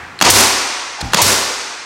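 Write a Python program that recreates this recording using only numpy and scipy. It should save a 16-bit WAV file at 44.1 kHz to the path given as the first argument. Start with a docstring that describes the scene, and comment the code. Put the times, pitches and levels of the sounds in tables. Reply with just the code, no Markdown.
"""Bare, very live room: a pneumatic nail gun fires twice into door trim, over quiet room tone and an old tail.
Nose clicks, squeak and wall boom: ringing modes, coloured noise bursts and a rough, narrow tone.
Shots: piston slam, nail blow 10 ms later (noise plus modes), then echoes, reflections and a long ring.
Exhaust: bright spit, fading hiss and low puff modes, washed out by diffuse reverberation.
The close microphone limits and clips."""
import sys
import numpy as np
from scipy import signal
from scipy.fft import rfft, irfft, next_fast_len
from scipy.io import wavfile

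SR = 44100
rng = np.random.default_rng(int(sys.argv[2]) if len(sys.argv) > 2 else 0)


def generate_wav(sig):
    """Save sig (samples, or channels by samples) to the path in sys.argv[1] as 16-bit PCM at SR."""
    pcm = np.round(np.clip(np.atleast_2d(sig).T, -1, 1) * 32767).astype(np.int16)
    wavfile.write(sys.argv[1], SR, pcm)


N = 81585

# room decay: f/Hz, t60/s
ROOM_T60_S = [(60, 0.63), (200, 0.91), (460, 1.37), (1000, 1.99), (2000, 2.34), (4000, 1.64), (6300, 1.8),
              (9400, 0.86), (13000, 0.59), (16000, 0.45)]
# room response spectrum: f/Hz, gain/dB
ROOM_COLOUR_DB = [(40, 4), (100, -12), (150, -9.5), (250, 1), (500, -1), (1000, 0), (2400, -0.5),
                  (3200, -4), (4500, -3), (6500, -5.5), (10000, -3), (15500, -4)]
# quiet room tone: f/Hz, gain/dB
FLOOR_DB = [(20, -32), (60, -36), (110, -35), (160, -40.5), (320, -27.5), (600, -35), (1500, -25.5),
            (3000, -38.5), (8000, -49), (15500, -85)]
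# what is left of an earlier shot, spectrum shape: f/Hz, gain/dB
OLD_TAIL_SHAPE_DB = [(24, -40), (40, -20), (82, -3.5), (150, -10.5), (220, -11.5), (412, -16), (580, -15),
                     (700, -10), (1000, -8.5), (1600, -7.5), (2250, -11), (3500, -23.5), (6500, -29.5),
                     (10000, -40), (15000, -47)]
OLD_TAIL_START_DB, OLD_TAIL_FALL_DB_PER_S = -31, 40

# nose squeak rubbing into place: start t/s, hold/s, level/dB
SQUEAK_TIMING = (0.98, .06, -31)
SQUEAK_START_HZ, SQUEAK_SAG_HZ_PER_S, SQUEAK_NOISE_CUTOFF_HZ = 834, 322, 99
# nose and trigger clicks: t/s, ring level/dB, grit level/dB
CLICKS = [(0.189, -20, -19), (0.19, -4.5, -19), (0.2018, -17, -10), (1.0065, -8, -10), (1.0092, -10, -10),
          (1.0124, -4, -3.5), (1.0142, -0.5, -11), (1.1217, -14, -14), (1.1282, -14, -11)]
# click ring: f/Hz, level/dB, t60/s
CLICK_MODES = [(1790, -24, 0.014), (2498, -23, .018), (3350, -20, .012), (3870, -17, .008),
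               (4200, -13, 0.018), (4560, -28, .018), (7620, -29, 0.017), (10300, -32, 0.043)]
# click grit: f/Hz, gain/dB
CLICK_GRIT_DB = [(500, -9.5), (2000, -10.5), (5000, -8), (11000, -22.5), (15500, -37)]
# wall boom as the gun is pressed home: f/Hz, level/dB, t60/s
WALL_MODES = [(71, -22.5, 0.44), (128, -19.5, .06), (215, -21, 0.034), (286, -35, .25)]
# thud noise of the same press: f/Hz, gain/dB
THUD_DB = [(30, -12), (60, -5), (100, 0.5), (150, -9.5), (260, -10), (400, -21), (900, -39), (4000, -63)]
PRESS_S = 1.0265

# exhaust vents: t/s, spit level/dB, spit hold/s, hiss level/dB, puff level/dB, reverberation level/dB
VENTS = [(0.2994, 0, 0.0058, 1, -1.5, 1.5), (1.2160, -4.5, 0.0022, -3, -5.5, 0)]
# opening spit: f/Hz, gain/dB
SPIT_DB = [(100, -19), (500, -15.5), (1000, -2.5), (2500, -5.5), (4000, 1.5), (6500, 6), (10000, 1),
           (15500, -3.5)]
# escaping air: f/Hz, gain/dB
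HISS_DB = [(40, -31), (100, -18), (200, -6), (420, -3), (1000, -6.5), (2000, -7), (3200, -8.5),
           (5200, -6.5), (6500, -5.5), (9400, -9.5), (12000, -14), (15500, -27.5)]
# low room modes stirred by the puff: f/Hz, level/dB, t60/s
PUFF_MODES = [(99.8, -15, 0.55), (64.8, -25.5, 0.94), (116.9, -16, 0.17)]
# what the exhaust leaves in the room: f/Hz, gain/dB
AIR_RETURN_DB = [(40, 5), (150, -2), (400, 21), (1000, 24), (2000, 22), (3200, 24), (5200, 29),
                 (6500, 29.5), (9400, 21), (12000, 11), (15500, 13)]
AIR_WET_DB, CLICK_WET_DB = -4.5, -1
SURGE_RMS_DB, SURGE_CUTOFF_HZ = 1.3, 70.5

# shots: t/s, piston level/dB, nail level/dB, first reflections level/dB, reverberation level/dB
SHOTS = [(0.2122, -2, -1.5, 1, 2), (1.134, -3.5, -6, -4, -3)]
NAIL_DELAY_S = 0.00991
# piston slam noise: f/Hz, gain/dB
PISTON_DB = [(40, -9), (200, 5.5), (460, -3), (900, 12), (1600, 2), (2600, -0.5), (4000, -6), (7000, -8),
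             (10000, -8), (15500, -21)]
# gun body and trim rung by the piston: f/Hz, level/dB, t60/s
BODY_MODES = [(805, -11.5, 0.033), (1457, -1, 0.016), (1660, -2, 0.012), (2760, -3, 0.017),
              (3240, -8, 0.014), (4100, -2.5, 0.013), (6940, -7.5, 0.012)]
# dull knock of the trim: f/Hz, level/dB, t60/s
TRIM_MODES = [(150, -17.5, 0.054), (259, -16, 0.1)]
# nail blow noise: f/Hz, gain/dB
NAIL_DB = [(40, -25), (200, 14), (460, 4.5), (1000, 12), (2000, 6.5), (4000, 7), (6500, 5.5), (9400, -4),
           (15500, -14)]
# driver blade and nail: f/Hz, level/dB, t60/s
NAIL_MODES = [(1510, -4.5, 0.018), (2550, -4, 0.02), (3330, 0, .017), (4290, -11, 0.017), (6910, -7, 0.018),
              (7740, -16, 0.021)]
# first distinct echoes: delay t/s, level/dB
ECHOES = [(.0262, -7.5), (.0312, -17), (.0445, -17)]
# dense early reflections: f/Hz, gain/dB
REFLECTIONS_DB = [(40, -5), (130, -8), (250, -4.5), (500, 1.5), (720, 2), (950, -0.5), (1300, -7.5),
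                  (2500, -1.5), (4000, -8.5), (6500, -4.5), (9400, -14.5), (15500, -41)]
# what a shot leaves in the room: f/Hz, gain/dB
BLOW_RETURN_DB = [(40, 4), (100, 4), (150, 17), (250, 30.5), (500, 23), (700, 21.5), (950, 35),
                  (1500, 25.5), (2400, 24.5), (3200, 30), (4500, 34), (6500, 20), (10000, 16), (15500, -11)]
# tones that linger after each shot: f/Hz, level/dB, t60/s
LINGERING_MODES = [(280.6, -43, 0.99), (392.3, -27, 1.14), (574, -29, 0.83), (672, -27, 0.54),
                   (870, -28, 1.23), (923, -29.5, 2), (1170, -44, 1.5), (1421, -47, 5.4), (2600, -29, 1.1),
                   (4479, -51, 1.1), (5150, -25.5, 1.3), (5800, -25.5, 0.97), (6600, -30, 1),
                   (7600, -28, 1.1)]
BARK_HZ, BARK_WIDTH_HZ, BARK_DB = 959, 120, 7.5

LOW_CUT_HZ, TOP_CUT_HZ = 38, 15850
LIMIT_DB, LIMIT_SHARE = -7, 0.58  # share of the overshoot taken off
LIMIT_SMOOTH_S, OVERSHOOT_FALL_DB_PER_S = 0.0014, 177  # fall is before the share
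CLIP_TOP = 0.87


def from_db(db):
    """Decibels to gain."""
    return 10 ** (np.asarray(db) / 20)


def seconds():
    """Time of every sample."""
    return np.arange(N) / SR


def at_hz(points, hz):
    """Read a table on a log-frequency axis."""
    rows = np.array(points)
    return np.interp(np.log(np.maximum(hz, 1)), np.log(rows[:, 0]), rows[:, 1])


def colour(x, spectrum):
    """Causal minimum-phase filter with the given spectrum, via the folded cepstrum."""
    size = 2 * next_fast_len(N)
    gain = from_db(at_hz(spectrum, np.fft.rfftfreq(size, 1 / SR)))
    cepstrum = irfft(np.log(gain))
    cepstrum[1:size // 2] *= 2
    cepstrum[size // 2 + 1:] = 0
    return irfft(rfft(x, size) * np.exp(rfft(cepstrum)))[:N]


def envelope(start, attack, hold, t60):
    """Linear rise, hold, exponential fall; all in seconds."""
    age = seconds() - start
    rise = np.clip(age / attack, 0, 1)
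    return rise * np.exp(-np.log(1000) * np.maximum(age - attack - hold, 0) / t60)


def burst(start, attack, hold, t60):
    """White noise under an envelope."""
    return rng.standard_normal(N) * envelope(start, attack, hold, t60)


def ring(start, modes, attack):
    """Decaying sine modes set off at one moment."""
    age = seconds() - start
    out = 0
    for hz, db, t60 in modes:
        out = out + from_db(db) * envelope(start, attack, 0, t60) * np.sin(2 * np.pi * hz * age)
    return out


def low_noise(cutoff_hz):
    """Low-passed noise at unit RMS."""
    sos = signal.butter(2, cutoff_hz, fs=SR, output="sos")
    noise = signal.sosfilt(sos, rng.standard_normal(N))
    return noise / np.std(noise)


def delayed(x, delay):
    """Same sound, later by whole samples."""
    return np.interp(np.arange(N) - np.round(delay * SR), np.arange(N), x, left=0)


def room_response(gap, build):
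    """Diffuse reverberation: builds after a gap and dies band by band."""
    white = rng.standard_normal((2, N))
    edges = np.geomspace(35, 17000, num=21)
    out = 0
    for k, (low, high) in enumerate(zip(edges, edges[1:])):
        sos = signal.butter(2, [low, high], "band", fs=SR, output="sos")
        band = signal.sosfilt(sos, white[k % 2])  # neighbouring bands use different noise
        t60 = at_hz(ROOM_T60_S, np.sqrt(low * high))
        out = out + band * envelope(gap, build, 0, t60)
    return colour(out / np.sqrt(np.sum(out ** 2)), ROOM_COLOUR_DB)


def in_room(x, room):
    """What the room returns: convolution with its response."""
    return signal.fftconvolve(x, room)[:N]


def room_tone():
    """Steady coloured noise of the quiet room."""
    return colour(rng.standard_normal(N), FLOOR_DB)


def old_tail():
    """Last of an earlier shot's reverberation: coloured noise falling exponentially."""
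    noise = colour(rng.standard_normal(N), OLD_TAIL_SHAPE_DB)
    level_db = OLD_TAIL_START_DB - OLD_TAIL_FALL_DB_PER_S * seconds()
    return noise / np.std(noise) * from_db(level_db)


def squeak():
    """Rough, narrow stick-slip tone that sags in pitch."""
    start, hold, db = SQUEAK_TIMING
    age = np.maximum(seconds() - start, 0)
    phase = 2 * np.pi * np.cumsum(SQUEAK_START_HZ - SQUEAK_SAG_HZ_PER_S * age) / SR
    in_phase = low_noise(SQUEAK_NOISE_CUTOFF_HZ) + 1
    quadrature = low_noise(SQUEAK_NOISE_CUTOFF_HZ)
    tone = in_phase * np.sin(phase) + quadrature * np.cos(phase)
    return from_db(db) * tone / np.std(tone) * envelope(start, 0.008, hold, 0.9)


def press_boom():
    """Gun pressed home: wall modes plus a dull noise thud."""
    thud = colour(burst(PRESS_S, 0.00086, 0.025, 0.5), THUD_DB)
    return ring(PRESS_S, WALL_MODES, attack=0.0023) + thud


def clicks(room):
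    """Nose and trigger clicks: metal modes plus gritty noise that the room returns."""
    metal, grit = 0, 0
    for s, ring_db, grit_db in CLICKS:
        metal = metal + from_db(ring_db) * ring(s, CLICK_MODES, attack=0.00069)
        noise = burst(s, 0.000097, 0.0004, 0.026)
        grit = grit + from_db(grit_db) * colour(noise, CLICK_GRIT_DB)
    return metal + grit + from_db(CLICK_WET_DB) * in_room(grit, room)


def surging(x):
    """Turbulence flutters the level of an air blast: low-passed noise in dB."""
    return x * from_db(SURGE_RMS_DB * low_noise(SURGE_CUTOFF_HZ))


def exhaust(room):
    """Valve opens with spit and puff; hiss fades as the cylinder empties, slowly filling the room."""
    air, puff, wash = 0, 0, 0
    for s, spit_db, spit_hold, hiss_db, puff_db, late_db in VENTS:
        spit = colour(burst(s, 0.0025, spit_hold, 0.073), SPIT_DB)
        hiss = colour(burst(s, 0.028, 0.08, 0.36), HISS_DB)
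        air = air + from_db(spit_db) * spit + from_db(hiss_db) * hiss
        puff = puff + from_db(puff_db) * ring(s + 0.0023, PUFF_MODES, attack=0.0086)
        diffuse = room_response(gap=0.022, build=0.065)
        wash = wash + from_db(late_db) * delayed(diffuse, s)
    wet = from_db(AIR_WET_DB) * in_room(air, room)
    return surging(air) + puff + wet + colour(wash, AIR_RETURN_DB)


def bark(start):
    """Hollow bark among the first reflections: blast noise through one narrow resonance."""
    b, a = signal.iirpeak(BARK_HZ, BARK_HZ / BARK_WIDTH_HZ, fs=SR)
    return from_db(BARK_DB) * signal.lfilter(b, a, burst(start + 0.041, 0.013, 0.014, 0.046))


def piston_slam(s):
    """Piston stops: noise burst, body modes, then the trim's dull knock."""
    noise = colour(burst(s, 0.0003, 0.0018, 0.012), PISTON_DB)
    body = ring(s, BODY_MODES, attack=0.00042)
    knock = ring(s + 0.00307, TRIM_MODES, attack=0.0021)
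    return noise + body + knock


def nail_blow(home):
    """Nail goes home: noise burst plus blade and nail modes."""
    noise = colour(burst(home, 0.0004, 0.0032, 0.025), NAIL_DB)
    return noise + ring(home, NAIL_MODES, attack=0.0014)


def shots(room):
    """Piston and nail, then echoes, a dense reflection cluster and the long ring of the room."""
    out = 0
    for s, piston_db, nail_db, early_db, late_db in SHOTS:
        blow = from_db(piston_db) * piston_slam(s) + from_db(nail_db) * nail_blow(s + NAIL_DELAY_S)
        rattle = from_db(-18) * colour(burst(s, 0.0022, 0.012, 0.093), NAIL_DB)
        echoes = sum(from_db(db) * delayed(blow, delay) for delay, db in ECHOES)
        cluster = surging(colour(burst(s + 0.019, 0.029, 0.040, 0.043), REFLECTIONS_DB))
        early = rattle + echoes + cluster + bark(s)
        late = colour(delayed(room, s), BLOW_RETURN_DB) + ring(s + 0.03, LINGERING_MODES, attack=0.16)
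        out = out + blow + from_db(early_db) * early + from_db(late_db) * late
    return out


def scene():
    """Sum of all sources at one microphone, on two identical channels."""
    room = room_response(gap=0.017, build=0.015)
    background = room_tone() + old_tail()
    handling = squeak() + press_boom() + clicks(room)
    mono = background + handling + exhaust(room) + shots(room)
    return np.array([mono, mono])


def one_pole(x, time_s):
    """Smooth with a time constant."""
    r = np.exp(-1 / (time_s * SR))
    return signal.lfilter([1 - r], [1, -r], x)


def limiter(x):
    """Duck on peaks: the held overshoot falls at a fixed dB rate, is smoothed, and a share is taken off."""
    level_db = 10 * np.log10(one_pole(x[0] ** 2, 0.0015) + 1e-12)
    over_db = np.maximum(level_db - LIMIT_DB, 0)
    ramp_db = OVERSHOOT_FALL_DB_PER_S * seconds()
    held_db = np.maximum.accumulate(over_db + ramp_db) - ramp_db
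    return x * from_db(-LIMIT_SHARE * one_pole(held_db, LIMIT_SMOOTH_S))


def record(dry):
    """Bass cut, limiter, overload with a rounded knee, steep top cut."""
    x = signal.sosfilt(signal.butter(4, LOW_CUT_HZ, "high", fs=SR, output="sos"), dry)
    x = limiter(x)
    x = x / (1 + (x / CLIP_TOP) ** 8) ** (1 / 8)
    return signal.sosfilt(signal.ellip(10, 0.1, 70, TOP_CUT_HZ, fs=SR, output="sos"), x)


dry = scene()
out = record(dry)
generate_wav(out)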